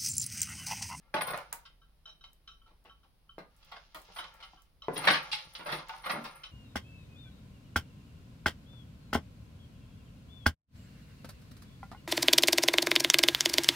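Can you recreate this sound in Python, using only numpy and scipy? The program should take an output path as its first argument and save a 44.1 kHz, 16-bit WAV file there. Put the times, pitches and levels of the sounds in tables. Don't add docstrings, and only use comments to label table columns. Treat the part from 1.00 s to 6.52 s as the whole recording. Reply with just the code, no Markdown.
import sys
import numpy as np
from scipy import signal
from scipy.fft import rfft, irfft
from scipy.io import wavfile
from scipy.ndimage import uniform_filter1d

SR = 44100
rng = np.random.default_rng(int(sys.argv[2]) if len(sys.argv) > 2 else 0)


def field_ratio(decibels):
    return 10 ** (np.asarray(decibels, dtype=float) / 20)


def generate_wav(sig):
    pcm = np.round(np.clip(np.atleast_2d(sig).T, -1, 1) * 32767).astype(np.int16)
    wavfile.write(sys.argv[1], SR, pcm)


N = 243255


def unit(x):
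    return x / np.sqrt(np.mean(x ** 2))


def unit_energy(x):
    return x / np.sqrt(np.sum(x ** 2))


def fade(t, t60_s):
    return np.exp(-np.log(1000) * t / t60_s)


def colour(x, points):
    hz, db = np.transpose(points)
    size = x.shape[-1]
    log_hz = np.log(np.fft.rfftfreq(size, 1 / SR) + 1)
    gain = field_ratio(np.interp(log_hz, np.log(hz), db))
    return irfft(rfft(x) * gain, size)


def walk(rate_hz, size=N):
    k = int(SR / rate_hz)
    return unit(uniform_filter1d(uniform_filter1d(rng.standard_normal(size), k), k))


def grit(rate_hz, scatter_db, size=N):
    chance = rng.random((3, size))
    happens = chance[0] < rate_hz / SR
    sign = np.sign(chance[1] - 0.5)
    strength = field_ratio(-scatter_db * np.log(chance[2] + 0.02))
    return unit(happens * sign * strength + 1e-9)


def twin(size, least=0.12):
    alike_hz = 905
    mid, side = rfft(rng.standard_normal((2, size)))
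    hz = np.fft.rfftfreq(size, 1 / SR)
    share = least + (1 - least) * hz ** 2 / (hz ** 2 + alike_hz ** 2)
    pair = mid + share * side * np.array([[1], [-1]])
    return irfft(pair / np.sqrt(1 + share ** 2), size)


def ring(modes, size=SR // 2, scatter_db=0, longest_s=0.18):
    hz, db, t60_s = np.transpose(modes)[:, :, None]
    t = np.arange(size) / SR
    chance = rng.standard_normal((2, *db.shape))
    spot_hz = hz * (1 + 0.0012 * scatter_db * chance[1])
    pole = 2j * np.pi * spot_hz - np.log(1000) / np.minimum(t60_s, longest_s)
    phase = 2j * np.pi * rng.random(db.shape)
    return np.sum(field_ratio(db + scatter_db * chance[0]) * np.exp(pole * t + phase).imag, axis=0)


def split(x, edges_hz=(125, 500, 2500, 6000)):
    parts = []
    for k in range(3):
        band = signal.butter(3, edges_hz[k:k + 2], "band", fs=SR, output="sos")
        parts.append(unit_energy(signal.sosfilt(band, x)))
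    return parts


def track(spans, levels, rest_db=-120):
    def edge(row, shift_s):
        return (row[0] + shift_s, *[rest_db] * levels, *row[1 + levels:])

    rows = np.concatenate([[edge(span[0], -0.02), *span, edge(span[-1], 0.05)] for span in spans])
    return [np.interp(np.arange(N) / SR, rows[:, 0], column) for column in rows.T[1:]]


def play(force, response):
    full = signal.fftconvolve(np.atleast_2d(force), np.atleast_2d(response), axes=1)
    return full[:, :force.shape[-1]]


def add(out, start_s, x):
    i = int(start_s * SR)
    out[:, i:i + x.shape[-1]] += x[..., :N - i]


def shop():
    # frequency in Hz, relative density in dB per Hz.
    floor_spectrum = [(12, -69), (20, 2), (57, -5), (96, -13.5), (393, -27.5), (492, -27), (1320, -31),
                      (1790, -34.5), (3060, -33.5), (5070, -35.5), (7300, -49.5), (11100, -35),
                      (13600, -50), (15200, -37.5), (16500, -42)]
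    # mean frequency in Hz, mean level in dB, rms waver in Hz.
    hums = [(46.8, -67.5, 4.36), (153.5, -81, 1.3)]
    out = field_ratio(-66) * unit(colour(twin(N, least=0.33), floor_spectrum))
    for hz, db, waver_hz in hums:
        level = field_ratio(db + 2.5 * walk(12.0))
        phase = 2 * np.pi * np.cumsum(hz + waver_hz * walk(9.7)) / SR
        out = out + level * np.sin(phase)
    return out


def shoes():
    # start in seconds, peak in dB, rate in Hz (twice the swing frequency).
    thuds = [(2.382, -30.5, 716), (3.884, -20, 730)]
    out = np.zeros((2, N))
    t = np.arange(SR // 10) / SR
    for start_s, peak_db, hz in thuds:
        swing = np.gradient(np.sin(np.pi * hz * t) * hz * t * np.exp(-3.0 * hz * t))
        add(out, start_s, field_ratio(peak_db) * swing / np.max(np.abs(swing)))
    return out


def chain():
    # time in seconds, level in dB.
    shivers = [
        [(0.13, -80), (0.15, -62), (0.2, -69), (0.33, -58), (0.374, -59), (0.42, -70), (0.5, -82)],
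        [(3.11, -81), (3.155, -55.5), (3.21, -71), (3.3, -88), (3.43, -84), (3.5, -95), (3.63, -91)],
        [(3.91, -95), (3.935, -54), (4.01, -62), (4.13, -50), (4.21, -71), (4.35, -62), (4.51, -80),
         (4.54, -73), (4.63, -66), (4.72, -54), (4.8, -72), (4.83, -83), (5.04, -66.5), (5.08, -58),
         (5.13, -60), (5.21, -69.5), (5.42, -68), (5.51, -80)],
    ]
    # time in seconds, level in dB.
    jingles = [(0.144, -46.5), (0.215, -37), (0.271, -36), (0.304, -36), (3.183, -51.5), (3.34, -74),
               (3.449, -63), (3.976, -41), (4.05, -40.5), (4.112, -38.5), (4.227, -52.5), (4.538, -56),
               (4.718, -41), (5.06, -44.5), (5.111, -38.5), (5.354, -53.5)]
    # frequency in Hz, relative level in dB, T60 in seconds (capped below).
    link_modes = [(9176, -6, 0.018), (9350, -1, 0.037), (9470, 1.5, 0.03), (9700, -5, 0.028),
                  (11900, -10, 0.018), (12100, -8, .035), (13430, -15, 0.034), (15250, -10.5, .03),
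                  (14800, -14, .03)]
    rise_s, fall_s = 0.003, 0.0097
    left_db, sway_db = 5, 4.0

    shiver_db, = track(shivers, levels=1)
    t = np.arange(N) / SR
    jerks = np.zeros(N)
    for time_s, db in jingles:
        jerks += field_ratio(db) * np.exp(np.minimum((t - time_s) / rise_s, (time_s - t) / fall_s))
    glance = (1 - np.exp(-t[:SR // 2] / 0.0006)) ** 2
    link = unit_energy(ring(link_modes, longest_s=0.033) * glance)
    force = grit(430.0, 3.0) * field_ratio(shiver_db + 3.05 * walk(60.0)) + grit(2000.0, 1.5) * jerks
    pan_db = left_db + sway_db * walk(8.0)
    return play(force, link) * field_ratio(np.array([pan_db, -pan_db]) / 2)


def ticks():
    # start in seconds, peak in dB, hiss time constant in seconds.
    clicks = [(0.1421, -56, .01), (0.2084, -55, .009), (0.2683, -52, .01), (0.376, -30, 0.0087),
              (0.5279, -15.5, 0.0044), (1.332, -44, .004), (1.841, -50.5, .012), (2.385, -51, 0.017),
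              (2.565, -49, 0.037), (2.648, -48.5, .01), (2.7169, -46, .01), (2.9464, -36.5, 0.037),
              (3.0177, -41.5, .014), (3.34, -44, .015), (3.4062, -53, .01), (3.6207, -47, .009),
              (3.8831, -56, .01), (3.9574, -49, .01), (4.0766, -28, .01), (4.3154, -57, .01),
              (4.536, -44, .01), (4.8846, -37, 0.012), (5.057, -65, 0.0091), (5.241, -36, 0.017)]
    body_db = -13.5
    out = np.zeros((2, N))
    t = np.arange(8192) / SR
    body_band = signal.butter(2, (700, 5000), "band", fs=SR, output="sos")
    bright_band = signal.butter(2, 6000, "high", fs=SR, output="sos")
    for start_s, peak_db, tail_s in clicks:
        noise = twin(len(t)) * (np.exp(-t / 0.00042) + 0.22 * np.exp(-t / tail_s))
        click = signal.sosfilt(bright_band, noise) + field_ratio(body_db) * signal.sosfilt(body_band, noise)
        add(out, start_s, field_ratio(peak_db) * click / np.max(np.abs(click)))
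    return out


def handle():
    # start in seconds, level in dB, low modes in dB, upper modes in dB.
    clinks = [(0.6526, -51.5, 4.5, -12), (0.816, -64, 9, -5), (1.0557, -43.5, -4, -5.5),
              (1.091, -50.5, -7, -2.5), (1.209, -56, -1.5, -3.5), (1.2388, -50, -5.5, -3),
              (1.282, -64.5, -10, -7), (1.476, -43, -4.5, -7), (1.5144, -52.5, -3.5, -5),
              (1.616, -64, .5, -20), (1.6602, -67.5, 10.5, -5), (1.8954, -50, 1, -14.5),
              (2.0314, -70.5, 8.5, -2), (2.2918, -50, -4, -21.5), (3.1845, -40, 3.5, -4.5),
              (3.243, -46.5, 1.5, -20), (3.4252, -42.5, -1, -15), (3.572, -58, 4.5, -19),
              (3.8199, -44, -5, -4.5), (5.4345, -41.5, -3.5, -3.5)]
    # frequency in Hz, relative level in dB, T60 in seconds (capped below).
    tube_modes = [(1137, -8, 0.18), (1326, -2.5, 0.12), (1393, -11.5, 0.19), (1573, -13.5, 0.15),
                  (2620, -21, 0.089), (3068, 7, 0.036), (3095, -8, 0.086), (3832, 5.5, 0.052),
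                  (4020, -9, 0.07), (5180, -7, 0.041), (5690, 3, 0.024), (6870, -10, 0.025)]
    bounce_db, bounce_s = -23, 0.016

    groups = []
    for low_hz, high_hz in ((0, 2000), (2000, 3400), (3400, SR)):
        modes = [mode for mode in tube_modes if low_hz < mode[0] <= high_hz]
        groups.append(ring(modes, size=SR // 4, longest_s=0.06))
    low, middle, upper = groups
    out = np.zeros((2, N))
    t = np.arange(SR // 4) / SR
    swell = 1 - np.exp(-t / 0.0037)
    for start_s, db, low_db, upper_db in clinks:
        force = field_ratio(bounce_db) * grit(300.0, 1.7, size=len(t)) * np.exp(-t / bounce_s)
        force[0] = 1
        tube = swell * (field_ratio(low_db) * low + middle + field_ratio(upper_db) * upper)
        add(out, start_s, field_ratio(db) * play(force, tube))
    return out


def castors():
    # time in seconds, level in dB, brightness in dB.
    shoves = [
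        [(0.0, -76.5, -16), (0.12, -74.5, -17), (0.18, -55, -20), (0.31, -50, -20), (0.372, -52, -8),
         (0.47, -68.5, -6), (0.54, -66, -6), (0.63, -77, -9), (0.75, -85, -14)],
        [(2.5, -78, -1.5), (2.75, -66, -2), (2.9, -78, 1.5), (3.04, -74, 1.5), (3.17, -59, -0.5),
         (3.36, -67.5, -8), (3.46, -67, -5), (3.6, -78, 3.5), (3.7, -88, 0)],
        [(3.9, -65, -4), (4.012, -41.5, -13.5), (4.07, -41, -13), (4.212, -46.5, -16), (4.384, -60, 2),
         (4.5, -66, 1), (4.62, -58.5, -15.5), (4.74, -47, -12), (4.85, -63, -6), (4.93, -57.5, -6.5),
         (5.02, -63, -7), (5.12, -45.5, -19), (5.22, -55.5, -11), (5.37, -59.5, -13.5), (5.51, -67.5, -7.5)],
    ]
    # frequency in Hz, relative level in dB, T60 in seconds.
    leg_modes = [(150, -2.5, .08), (310, -6.5, 0.024), (506, -5, 0.14), (873, 3.5, 0.06),
                 (1134, -2.5, 0.096), (1384, 3.5, 0.086), (1629, -1.5, 0.053), (2110, -3.5, 0.15)]

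    db, bright_db = track(shoves, levels=1)
    bass_db = db - 14.5 - 0.2 * bright_db
    treble_db = db + bright_db
    legs = field_ratio(-7.0) * unit_energy(ring(leg_modes, size=SR // 4))
    legs[:4] += 0.25
    out, bumps = 0, walk(25.0)
    for level_db, part, apart in zip((bass_db, db, treble_db), split(legs), (0.12, 0.45, 0.9)):
        grits = grit(900.0, 2.1) + apart * grit(900.0, 2.8) * np.array([[1], [-1]])
        patchy = field_ratio(level_db + 1.35 * bumps + 1.7 * walk(44.0))
        out = out + play(grits * patchy, part)
    return out


def panel():
    # start in seconds, level in dB, frequency in Hz, T60 in seconds.
    notes = [(0.142, -28, 858, 0.22), (0.527, -42.5, 923, 0.17), (3.534, -48, 772, 0.058),
             (4.329, -36, 845, 0.17), (4.894, -37.5, 882, 0.12), (5.159, -35.5, 229.6, 0.18)]
    out = np.zeros((2, N))
    swell = 1 - np.exp(-np.arange(SR // 2) / SR / 0.004)
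    for start_s, db, hz, t60_s in notes:
        pair = [(hz, db, t60_s), (1.03 * hz, db - 4, t60_s)]
        add(out, start_s, swell * ring(pair, longest_s=0.4))
    return out


def frame():
    # start in seconds, peak in dB, bass in dB, treble in dB, rattle time constant in seconds.
    knocks = [(0.141, -19, -6.5, -13.5, 0.0046), (0.154, -24.5, -25, -16, .014),
              (0.179, -26, -17, -18, 0.0075), (0.209, -21.5, -18, -14.5, 0.0086),
              (0.234, -30, -19, -15, .012), (0.27, -26.5, -19, -17, 0.026),
              (0.304, -29.5, -17, -17.5, 0.0079), (0.334, -24, -22, -21.5, 0.0095),
              (0.369, -33.5, -24, -20, 0.016), (0.526, -33, -32, -17.5, 0.0044),
              (0.653, -45.5, -42, 6, .01), (1.056, -52.5, -32, -11.5, .028), (1.239, -45, -46, -8, 0.0042),
              (1.475, -48.5, -46, -2, 0.0067), (1.664, -56, -15, -11, 0.021),
              (1.699, -56.5, -12, -19, 0.018), (1.85, -45.5, -15, -11, 0.017),
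              (2.039, -59, -17, -15, 0.0078), (2.383, -39, -13.5, -17.5, 0.016),
              (2.628, -49.5, -35, -3, 0.0053), (2.716, -35.5, -30.5, -16, .016),
              (2.758, -39.5, -28.5, -13, 0.015), (2.946, -34, -23.5, -14, .01),
              (2.967, -48, -15, -20.5, 0.017), (3.087, -46, -17.5, -28, 0.011),
              (3.162, -33.5, -31, -16, 0.012), (3.184, -30.5, -28.5, -15.5, 0.015),
              (3.241, -35, -19, -4, 0.003), (3.403, -45.5, -36, -7, 0.0075), (3.426, -39, -39, -3, .012),
              (3.534, -46.5, -17, -23, 0.0051), (3.822, -47, -32, -13, 0.036),
              (3.883, -23, -2.5, -41, 0.0095), (3.959, -25, -10.5, -9.5, 0.019),
              (4.038, -23, -13.5, -10.5, 0.016), (4.072, -9, -20, -9.5, 0.0097),
              (4.084, -7.5, -21, -11.5, 0.0042), (4.104, -13, -11, -4, 0.0073),
              (4.129, -18, -35, -9, 0.023), (4.316, -23, -42, 15, 0.017), (4.327, -22, -48, 7, 0.0077),
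              (4.379, -34.5, -47, -1, 0.023), (4.551, -30, -29, 2, 0.0078),
              (4.584, -36.5, -14.5, -15.5, 0.042), (4.659, -30, -16.5, -18, 0.015),
              (4.684, -27, -22.5, -14.5, 0.025), (4.722, -22.5, -14.5, -11, 0.013),
              (4.779, -34, -17, -13, 0.014), (4.894, -30, -37, -13.5, 0.0038),
              (4.934, -37.5, -50, -26, 0.011), (5.034, -32.5, -26, -14, 0.047),
              (5.06, -26, -21.5, -18, 0.009), (5.096, -19.5, -21, -14.5, .012),
              (5.129, -28, -10.5, -24, 0.02), (5.16, -31, -9, -23, 0.023), (5.243, -31, -17, -8, 0.017),
              (5.435, -36.5, -48, -1, 0.0097)]
    # frequency in Hz, relative level in dB, T60 in seconds (capped by ring).
    steel_modes = [(232.8, -14, 0.56), (803, 1, 0.23), (983, -8.5, 0.93), (1170, -1.5, 0.51),
                   (1218, 1.5, 1.1), (1483, 9.5, 0.77), (1580, -12.5, 0.69), (1800, -34.5, 1.1),
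                   (1940, -5, 0.83), (1985, 7, 0.51), (2080, -13.5, 0.15), (2149, 13, 0.12),
                   (2430, -3, 0.79), (2380, -5.5, 0.6), (2440, -1.5, 1.3), (2430, -30, 0.28),
                   (2815, -28, 0.4), (2850, -8.5, 0.72), (3230, -4.5, 0.93), (3030, -24, 1.1),
                   (3500, -7, 0.1), (3600, -3.5, 0.76), (4460, -24.5, 0.66), (4050, -27.5, 0.46),
                   (4630, -46.5, 0.17), (5350, -59.5, 0.13), (6600, -13, 0.1), (6675, -69, 0.62)]
    # frequency in Hz, relative density in dB per Hz.
    faint_spectrum = [(60, -49.5), (110, -15), (160, 3.5), (5500, -2.5), (7000, -22.5), (9400, -15.5),
                      (16000, -39.5)]
    # frequency in Hz, T60 in seconds.
    faint_decay = [(300, 0.091), (3000, 0.043)]

    out = np.zeros((2, N))
    size, lead = 16384, 64
    t = np.arange(size) / SR
    spots = [unit(ring(steel_modes, size=size, scatter_db=5.0)) for _ in range(8)]
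    (low_hz, low_t60_s), (high_hz, high_t60_s) = faint_decay
    crossover = [(low_hz, 0), (np.sqrt(low_hz * high_hz), 12), (high_hz, 0)]
    for k, (start_s, peak_db, bass_db, treble_db, rattle_s) in enumerate(knocks):
        burst = grit(2000.0, 4.1, size=size) * np.exp(-t / rattle_s)
        burst *= 1 - np.exp(-t / (0.22 * rattle_s))
        burst[0] = 1.8 + 0.03 / rattle_s

        low = colour(twin(size), [(low_hz, 0), (high_hz, -30)]) * fade(t, low_t60_s)
        high = colour(twin(size), [(low_hz, -30), (high_hz, 0)]) * fade(t, high_t60_s)
        wash = colour(np.roll(low + high, lead, axis=1), crossover)
        wash = unit(colour(wash, faint_spectrum))

        body = field_ratio(-12.5) * np.roll(spots[k % len(spots)], lead) + wash
        middle_db = 3 + 0.43 * treble_db + 0.22 * peak_db
        body = colour(body, [(160, bass_db - 1.0), (330, bass_db - 2.0), (600, 0.3 * bass_db - 5),
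                             (1100, -6.0), (2000, middle_db), (3000, treble_db), (4200, treble_db),
                             (5500, treble_db - 7.5)])
        hit = play(burst, body)
        add(out, start_s - lead / SR, field_ratio(peak_db) * hit / np.max(np.abs(hit)))
    return out


def room(x):
    t60_s, top_t60_s, tail_db = 0.27, 0.19, -6
    t = np.arange(SR // 2) / SR
    noise = twin(len(t))
    low = signal.sosfilt(signal.butter(2, 6000, fs=SR, output="sos"), noise)
    response = low * fade(t, t60_s) + (noise - low) * fade(t, top_t60_s)
    response *= 1 - np.exp(-t / 0.0029)
    response *= field_ratio(tail_db) / np.sqrt(np.sum(response ** 2) / 2)
    response[0, 0] += 1
    response[1, 3] += 1
    return play(x, response)


def scene():
    sources = shoes() + chain() + ticks() + handle() + castors() + panel() + frame()
    return room(sources) + shop()


def band_limit(x):
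    return signal.sosfilt(signal.butter(12, 16980, fs=SR, output="sos"), x)


def record(dry):
    top_cut = signal.ellip(8, 0.2, 70, 16100, fs=SR, output="sos")
    mix = signal.sosfilt(top_cut, dry)
    return band_limit(mix)


dry = scene()
out = record(dry)
generate_wav(out)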